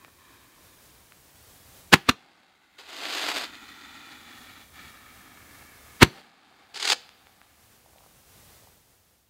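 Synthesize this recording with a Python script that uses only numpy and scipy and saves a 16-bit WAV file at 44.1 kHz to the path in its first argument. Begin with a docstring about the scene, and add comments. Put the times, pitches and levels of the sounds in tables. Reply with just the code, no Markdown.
"""A fuse hisses and snaps at night; then a roman candle fires three shots that overload the microphone.
After each shot the gain control ducks the hiss, then lets it creep back.
The fuse is flickering noise in a cardboard tube; its pitch sinks as the fire burns deeper, down to the bottom.
Aloft, trains of tiny snaps make the stars: the first burst in a long spray of sparks,
the last one spins, swells and ends with a crack. Faint patter follows."""
import sys
import numpy as np
from scipy import signal
from scipy.fft import rfft, irfft
from scipy.io import wavfile
from scipy.ndimage import uniform_filter1d

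SR = 44100
rng = np.random.default_rng(int(sys.argv[2]) if len(sys.argv) > 2 else 0)


def transcribe(signal):
    """Save signal, clipped to [-1, 1], as a 16-bit WAV file at the path in sys.argv[1]."""
    frames = np.atleast_2d(signal).T
    limited = np.clip(frames, -1, 1)
    pcm = np.round(limited * 32767).astype(np.int16)
    wavfile.write(sys.argv[1], SR, pcm)


N = 409813
TIME = np.arange(N) / SR  # s
HZ = np.fft.rfftfreq(N, 1 / SR)


def amp(db):
    """Turns decibels into a gain."""
    return 10 ** (np.asarray(db) / 20)


def evened(x):
    """Scales a sound to an rms (average strength) of 1."""
    return x / np.sqrt(np.mean(x ** 2) + 1e-20)


def read(points, hz):
    """Reads a table of (frequency, value) at any frequency, in straight lines on a log-frequency axis."""
    f, value = np.transpose(points)
    return np.interp(np.log(hz + 1), np.log(f + 1), value)


def colour(x, db):
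    """Filters x by the gain db at each frequency of HZ, with no sound ahead of its cause (minimum phase)."""
    cepstrum = irfft(np.log(amp(db)), N)
    # folding the second half onto the first makes the filter causal
    cepstrum[1:N // 2] *= 2
    cepstrum[N // 2 + 1:] = 0
    response = np.exp(rfft(cepstrum))
    return irfft(rfft(x) * response, N)


def shaped(x, spectrum):
    """Colours x by a spectrum table, keeping the power of white noise."""
    db = read(spectrum, HZ)
    return colour(x, db) / np.sqrt(np.mean(amp(db) ** 2))


def wander(rate_hz):
    """Random drift of rms 1: noise whose changes faster than about rate_hz are weakened."""
    slowed = rfft(rng.standard_normal(N)) / (1 + (HZ / rate_hz) ** 2)
    return evened(irfft(slowed, N))


def sparks(per_s, spread_db):
    """A random train of tiny snaps of uneven size, rms 1."""
    size = amp(spread_db * np.minimum(rng.exponential(1, N), 4))
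    snaps = size * rng.standard_normal(N)
    present = rng.random(N) < per_s / SR
    return evened(snaps * present)


def envelope(start, rise, length, release, fade_db_per_s=0):
    """A smooth rise, a steady fade (growth if negative) while it burns, and a quick dying away after its length."""
    age = np.maximum(TIME - start, 0)
    attack = np.sin(np.pi / 2 * np.minimum(age / rise, 1)) ** 2
    burnt = np.maximum(np.minimum(age, length) - rise, 0)
    dying = np.exp(-np.maximum(age - length, 0) / release)
    return attack * amp(-fade_db_per_s * burnt) * dying


def night(level_db=-52, waver_db=1.2):
    """Distant rumble under a hiss: coloured noise whose level wavers gently."""
    # rumble and hiss: pitch_hz [Hz], level_db [relative dB per Hz]
    night_colour = [(15, -37.5), (25, -11.5), (75, 1), (240, -10.5), (614, -12), (919, -13.5),
                    (1410, -15.5), (2420, -17), (3340, -17), (7500, -18), (15500, -18.5)]
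    level = amp(level_db + waver_db * wander(rate_hz=3.6))
    return level * shaped(rng.standard_normal(N), night_colour)


def fuse():
    """Sputtering flame noise in a tube closed at one end: odd multiples of its lowest resonance stand out."""
    # the fire flares up and burns down: start_s [s], rise_s [s], length_s [s], level_db [dB],
    # fade_db_per_s [dB/s], bass_db [dB], treble_db [dB]
    burn_table = [(-.05, .02, 0.13, -49.5, 30, 3, -4), (0.089, .2, 1.7, -53, 19, 4.5, 1),
                  (2.12, 0.084, 0.75, -38, 10, -2, 0), (2.902, 0.6, 1.704, -39, 8, 0.5, 3.5),
                  (4.71, .07, 0.18, -44, 22, -1.5, -0.5), (4.829, .12, 0.47, -51, 0, 1, -4),
                  (5.26, .1, .75, -49, 8, 0, -8.5), (6.102, 0.26, 1.72, -38.5, 19, 2, 0)]
    # colour of the flame: pitch_hz [Hz], level_db [relative dB per Hz]
    flame_colour = [(60, -20), (160, -8.5), (260, -0.5), (550, -11.5), (1150, 0.5), (2300, 1.5), (2900, -7),
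                    (3500, -1), (4800, -10), (5600, -18.5), (6800, -12.5), (10000, -29), (16000, -29.5)]
    burn_out_s, dulling_db_per_s = 0.067, 1  # each flare dies away; its treble dulls as it ages
    first_depth_m, burn_m_per_s, bottom_m, sound_m_per_s = .24, .0195, .35, 343
    loss_per_m, loss_hz, flutter_db = 1.55, 7500, 1.1

    power, bass_sum, treble_sum = np.full(N, 1e-14), np.zeros(N), np.zeros(N)
    for start, rise, length, db, fade, bass_db, treble_db in burn_table:
        flare = (amp(db) * envelope(start, rise, length, burn_out_s, fade)) ** 2
        power += flare
        bass_sum += flare * bass_db
        treble_sum += flare * (treble_db - dulling_db_per_s * (TIME - start))

    hz, t, z = signal.stft(sparks(per_s=22000, spread_db=3), SR, nperseg=1024, noverlap=768)
    hz = hz[:, None]
    # sound runs down the tube and back; it returns weaker, most of all in the treble
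    depth_m = np.minimum(first_depth_m + burn_m_per_s * t, bottom_m)
    delay_s = 2 * depth_m / sound_m_per_s
    round_trip = np.exp(-loss_per_m * depth_m - hz / loss_hz) * np.exp(-2j * np.pi * hz * delay_s)
    # where flares overlap, the stronger one decides the tone
    treble = read([(2400, 0.08), (3000, 0.82)], hz) * np.interp(t, TIME, treble_sum / power)
    bass = read([(1150, 0.95), (1700, 0)], hz) * np.interp(t, TIME, bass_sum / power)
    gain = amp(read(flame_colour, hz) + bass + treble) / abs(1 + round_trip)
    hiss = signal.istft(z * gain, SR, nperseg=1024, noverlap=768)[1][:N]
    return evened(hiss) * np.sqrt(power) * amp(flutter_db * wander(rate_hz=31))


def cracks(size=2048):
    """Single snaps of stars and embers, each a click in one broad band."""
    # snaps: start_s [s], peak_db [dB], centre_hz [Hz], width [octaves]
    crack_table = [(.048, -23.5, 1140, 1.3), (0.081, -35, 900, 0.71), (1.122, -33, 1680, 0.76),
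                   (3.055, -2.5, 2420, 0.54), (3.554, -21, 2540, 0.84), (6.9309, 6, 1110, 1.7),
                   (7.092, -19, 1515, 1.3), (7.270, -27, 1200, 1.14), (7.416, -28, 1300, 1),
                   (7.861, -41, 700, 0.4), (7.959, -41, 705, 0.31), (7.984, -38.5, 2680, 0.51),
                   (8.007, -41.5, 900, .7), (8.037, -44, 1000, 0.37), (8.672, -43, 795, 0.37)]
    out, hz = np.zeros(N), np.fft.rfftfreq(size, 1 / SR)
    for s, db, centre_hz, octaves in crack_table:
        distance = np.log2((hz + 1) / centre_hz) / octaves
        log_gain = -np.log1p(distance ** 6) / 2
        # the phase that goes with this gain puts the energy at the start of the click
        circle = np.concatenate([log_gain, log_gain[-2:0:-1]])
        click = np.fft.ifft(np.exp(np.conj(signal.hilbert(circle)))).real[:size // 2]
        out[round(s * SR):][:size // 2] += amp(db) * click / abs(click).max()
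    return out


def shots(jet_decay=0.0029, linger_db=-27, linger=0.021, boom_decay=0.0076, low_hz=60):
    """Each blast: a gas jet swells and collapses, a pressure wave leaves the muzzle, the air in the tube booms."""
    # blasts: time_s [s], jet_db [dB], swell_s [s], wave_db [dB], wave_length_s [s], boom_db [dB], boom_hz [Hz]
    blast_table = [(1.93, -6.5, 0.0026, -7.5, .001, -12, 258),
                   (1.9353, -2.5, 0.00038, -9.5, 0.0013, -17, 370), (1.94, 1, .002, -7, .0013, -10.5, 155),
                   (2.092, -26, 0.017, -39.5, .001, -33.5, 289), (2.0937, 9, 0.0024, 7, .0014, -2.5, 250),
                   (6.0222, -10, 0.0053, -4.5, 0.0013, -10.5, 358),
                   (6.03, 2.5, 0.0033, 5.5, .0022, -7, 158.4)]
    # colour of the gas jet: pitch_hz [Hz], level_db [relative dB per Hz]
    jet_colour = [(60, -13), (200, 1.5), (380, -0.5), (560, -9.5), (1000, -1.5), (1400, -0.5), (2300, -1.5),
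                  (4300, -7.5), (5500, -15.5), (9000, -22.5), (16000, -30)]
    # a star chirps as it leaves the tube: start_s [s], level_db [dB], length_s [s], first_hz [Hz], last_hz [Hz]
    chirp_table = [(2.089, 1, 0.0063, 977, 1690), (6.023, -4.5, 0.0033, 1196, 2189)]

    jet_power, wave = np.zeros(N), np.zeros(N)
    for s, jet_db, swell, wave_db, length, boom_db, boom_hz in blast_table:
        span = slice(round(s * SR) - SR // 10, round(s * SR) + SR // 2)
        before, after = np.maximum(s - TIME[span], 0), np.maximum(TIME[span] - s, 0)
        fall = np.exp(-after / jet_decay) + amp(linger_db) * np.exp(-after / linger)
        jet_power[span] += (amp(jet_db) * np.exp(-before / swell) * fall) ** 2
        wave[span] -= amp(wave_db) * (after > 0) * (1 - after / length) * np.exp(-after / length)
        wave[span] -= amp(boom_db) * np.sin(2 * np.pi * boom_hz * after) * np.exp(-after / boom_decay)

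    for s, db, length, first_hz, last_hz in chirp_table:
        progress = np.clip((TIME - s) / length, 0, 1)
        turns = length * progress * (first_hz + (last_hz - first_hz) * progress / 2)
        wave += amp(db) * np.sin(2 * np.pi * turns) * (progress < 1)

    high_pass = signal.butter(2, low_hz, "high", fs=SR, output="sos")
    wave = signal.sosfilt(high_pass, wave)
    jet = shaped(np.sqrt(jet_power) * rng.standard_normal(N), jet_colour)
    return jet + wave


def field(x, near_db, far_db, far_t60, echo_db, echo_s):
    """Open ground answers a sound: one early echo, a quick scatter and a faint far roll."""
    # colour of the scatter: pitch_hz [Hz], level_db [relative dB]
    scatter_colour = [(50, -5.5), (150, 7), (300, -0.5), (500, -1), (900, -6.5), (2200, -12.5),
                      (5000, -9.5), (14000, -11.5)]
    # how long the scatter takes to die by 60 dB: pitch_hz [Hz], decay_s [s]
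    scatter_t60 = [(100, 0.082), (450, .3), (1000, 0.22), (3000, 0.45), (12000, 0.29)]
    hz, t, z = signal.stft(rng.standard_normal(SR), SR, nperseg=256)
    decay = amp(read(scatter_colour, hz)[:, None] - 60 * t / read(scatter_t60, hz)[:, None])
    near = signal.istft(z * decay, SR, nperseg=256)[1][:SR]
    low_pass = signal.butter(2, 4000, fs=SR, output="sos")
    far = signal.sosfilt(low_pass, rng.standard_normal(SR)) * amp(-60 * TIME[:SR] / far_t60)
    response = amp(near_db) * near / np.linalg.norm(near) + amp(far_db) * far / np.linalg.norm(far)
    response[round(echo_s * SR)] += amp(echo_db)
    return x + signal.fftconvolve(x, response)[:N]


def climbs(rise=0.12):
    """The rising stars catch fire; their shower of sparks swells and fades."""
    # sparks after a launch: start_s [s], level_db [dB], decay_s [s]
    climb_table = [(2.1, -19, 0.18), (6.059, -27.5, .4)]
    # colour of the sparks: pitch_hz [Hz], level_db [relative dB per Hz]
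    trail_colour = [(60, -12), (200, 2), (520, -3.5), (650, -1), (780, 7.5), (960, -3), (1300, 0),
                    (2200, -5), (3000, -6.5), (4700, -7), (5600, -17.5), (8000, -19), (15000, -31)]
    level = np.zeros(N)
    for s, db, decay in climb_table:
        age = np.maximum(TIME - s, 0)
        level += amp(db) * (1 - np.exp(-age / rise)) ** 2 * np.exp(-age / decay)
    return shaped(level * sparks(per_s=5100, spread_db=1.0), trail_colour)


def spray(flutter_db=1.6):
    """Thousands of sparks rush together, swell, fade and stop; single stars stand out."""
    # single stars flare up: start_s [s], level_db [dB]
    flare_table = [(2.778, -25), (2.879, -26.5), (3.115, -31), (3.276, -13.5), (3.352, -20), (3.424, -25.5)]
    # colour of the spray: pitch_hz [Hz], level_db [relative dB per Hz]
    spray_colour = [(70, -37), (173, -19.5), (290, -2), (530, -6.5), (720, 0), (900, -3), (3460, -1),
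                    (4820, -3), (5600, -15), (6400, -11), (8500, -16.5), (9800, -22.5), (13500, -22),
                    (15800, -32.5)]
    start_s, rise_s, length_s, out_s = 2.745, .43, 0.68, 0.022
    level_db, fade_db_per_s = -19, 20
    flare_rise_s, flare_decay_s = 0.015, 0.021

    power = (amp(level_db) * envelope(start_s, rise_s, length_s, out_s, fade_db_per_s)) ** 2
    for s, db in flare_table:
        power += (amp(db) * envelope(s, flare_rise_s, flare_rise_s, flare_decay_s)) ** 2
    level = np.sqrt(power) * amp(flutter_db * wander(rate_hz=88))
    return shaped(level * sparks(per_s=6500, spread_db=-0.26), spray_colour)


def spinner(main_db=3, twin_db=1.5, flutter_db=2.5):
    """A burning star tumbles and grows louder; a strong and a weak jet sweep past in each turn."""
    # colour of the star: pitch_hz [Hz], level_db [relative dB per Hz]
    spin_colour = [(47, -57.5), (80, -38.5), (294, -17), (418, -6.5), (581, -16.5), (809, -4.5),
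                   (1010, -9.5), (1600, -5), (2000, -5.5), (3780, -1.5), (4930, -2), (5620, -12),
                   (6860, -9), (13300, -30.5), (15500, -34.5)]
    start_s, rise_s, length_s, out_s = 6.738, 0.0088, .194, 0.0022  # cut off as it bursts
    level_db, growth_db_per_s = -23.5, 99
    # the strong jet first faces the listener at facing_s; from whirl_s on the star turns faster
    facing_s, spin_hz, whirl_s, whirl_hz = 6.748, 38.8, 6.904, 55

    turns = spin_hz * (TIME - facing_s) + (whirl_hz - spin_hz) * np.maximum(TIME - whirl_s, 0)
    angle = 2 * np.pi * turns
    throb_db = main_db * np.cos(angle) + twin_db * np.cos(2 * angle) + flutter_db * wander(rate_hz=64)
    level = amp(level_db + throb_db) * envelope(start_s, rise_s, length_s, out_s, -growth_db_per_s)
    return shaped(level * sparks(per_s=10000, spread_db=0.0), spin_colour)


def patter(half_length_s=0.15):
    """Flurries of faint, dull, scattered taps, as of burnt bits landing on the ground."""
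    # flurries: middle_s [s], level_db [dB]
    flurry_table = [(8.019, -62.5), (8.581, -63)]
    # colour of a landing bit: pitch_hz [Hz], level_db [relative dB per Hz]
    thud_colour = [(150, -24), (450, 0), (750, 4.5), (1200, -5), (3000, -33), (10000, -40)]
    level = np.zeros(N)
    for s, db in flurry_table:
        level += amp(db) * np.exp(-((TIME - s) / half_length_s) ** 2 / 2)
    return shaped(level * sparks(per_s=140, spread_db=2.5), thud_colour)


def scene():
    """The tube on the ground, the stars in the air, the night around them."""
    ground = field(shots(), near_db=-23.5, far_db=-41.5, far_t60=0.93, echo_db=-24, echo_s=0.018)
    stars = spray() + spinner() + cracks()
    air = field(stars, near_db=-20.5, far_db=-36, far_t60=1.0, echo_db=-17.0, echo_s=.014)
    return (ground + air + fuse() + climbs() + patter() + night())[None]


def overload(x, knee=8):
    """Flattens peaks at full scale; a higher knee bends more sharply."""
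    return x / (1 + abs(x) ** knee) ** (1 / knee)


def eased(x, seconds):
    """Follows x smoothly, arriving after the given time."""
    window = np.hanning(round(seconds * SR))
    return x[0] + signal.fftconvolve(x - x[0], window / window.sum())[:N]


def record(dry, depth_db=24.5, recovery=1.0, start_db=8):
    """Bangs overload the input; a bass thump makes output and input gain sink, then both creep back."""
    thump_db, step_db, step_s, sink_s = -16.5, 5.5, .06, .4  # quick output step, slower input sink
    fade_end_s, fade_s, edge_hz = 9.48, 0.99, 15800  # the sound ends before the fade is complete

    bass_filter = signal.butter(3, 350, fs=SR, output="sos")
    bass = signal.sosfilt(bass_filter, overload(dry[0]))
    bass_db = 10 * np.log10(abs(uniform_filter1d(bass ** 2, size=512)) + 1e-12)
    last_thump = np.maximum.accumulate(np.where(bass_db > thump_db, TIME, -np.inf))
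    memory = np.exp((last_thump - TIME) / recovery)  # 1 at a thump, then fading

    # the input gain also starts out lowered and recovers
    sink_db = depth_db * eased(memory, sink_s) + start_db * np.exp(-TIME / recovery)
    x = overload(dry[0] * amp(-sink_db)) * amp(-step_db * eased(memory, step_s))
    high_pass = signal.butter(1, 25, "high", fs=SR, output="sos")
    out = signal.sosfilt(high_pass, x) * np.clip((fade_end_s - TIME) / fade_s, 0, 1)
    # steep treble limit
    low_pass = signal.firwin(511, edge_hz, window=("kaiser", 9), fs=SR)
    return signal.oaconvolve(out, low_pass, "same")[None]


dry = scene()
out = record(dry)
transcribe(out)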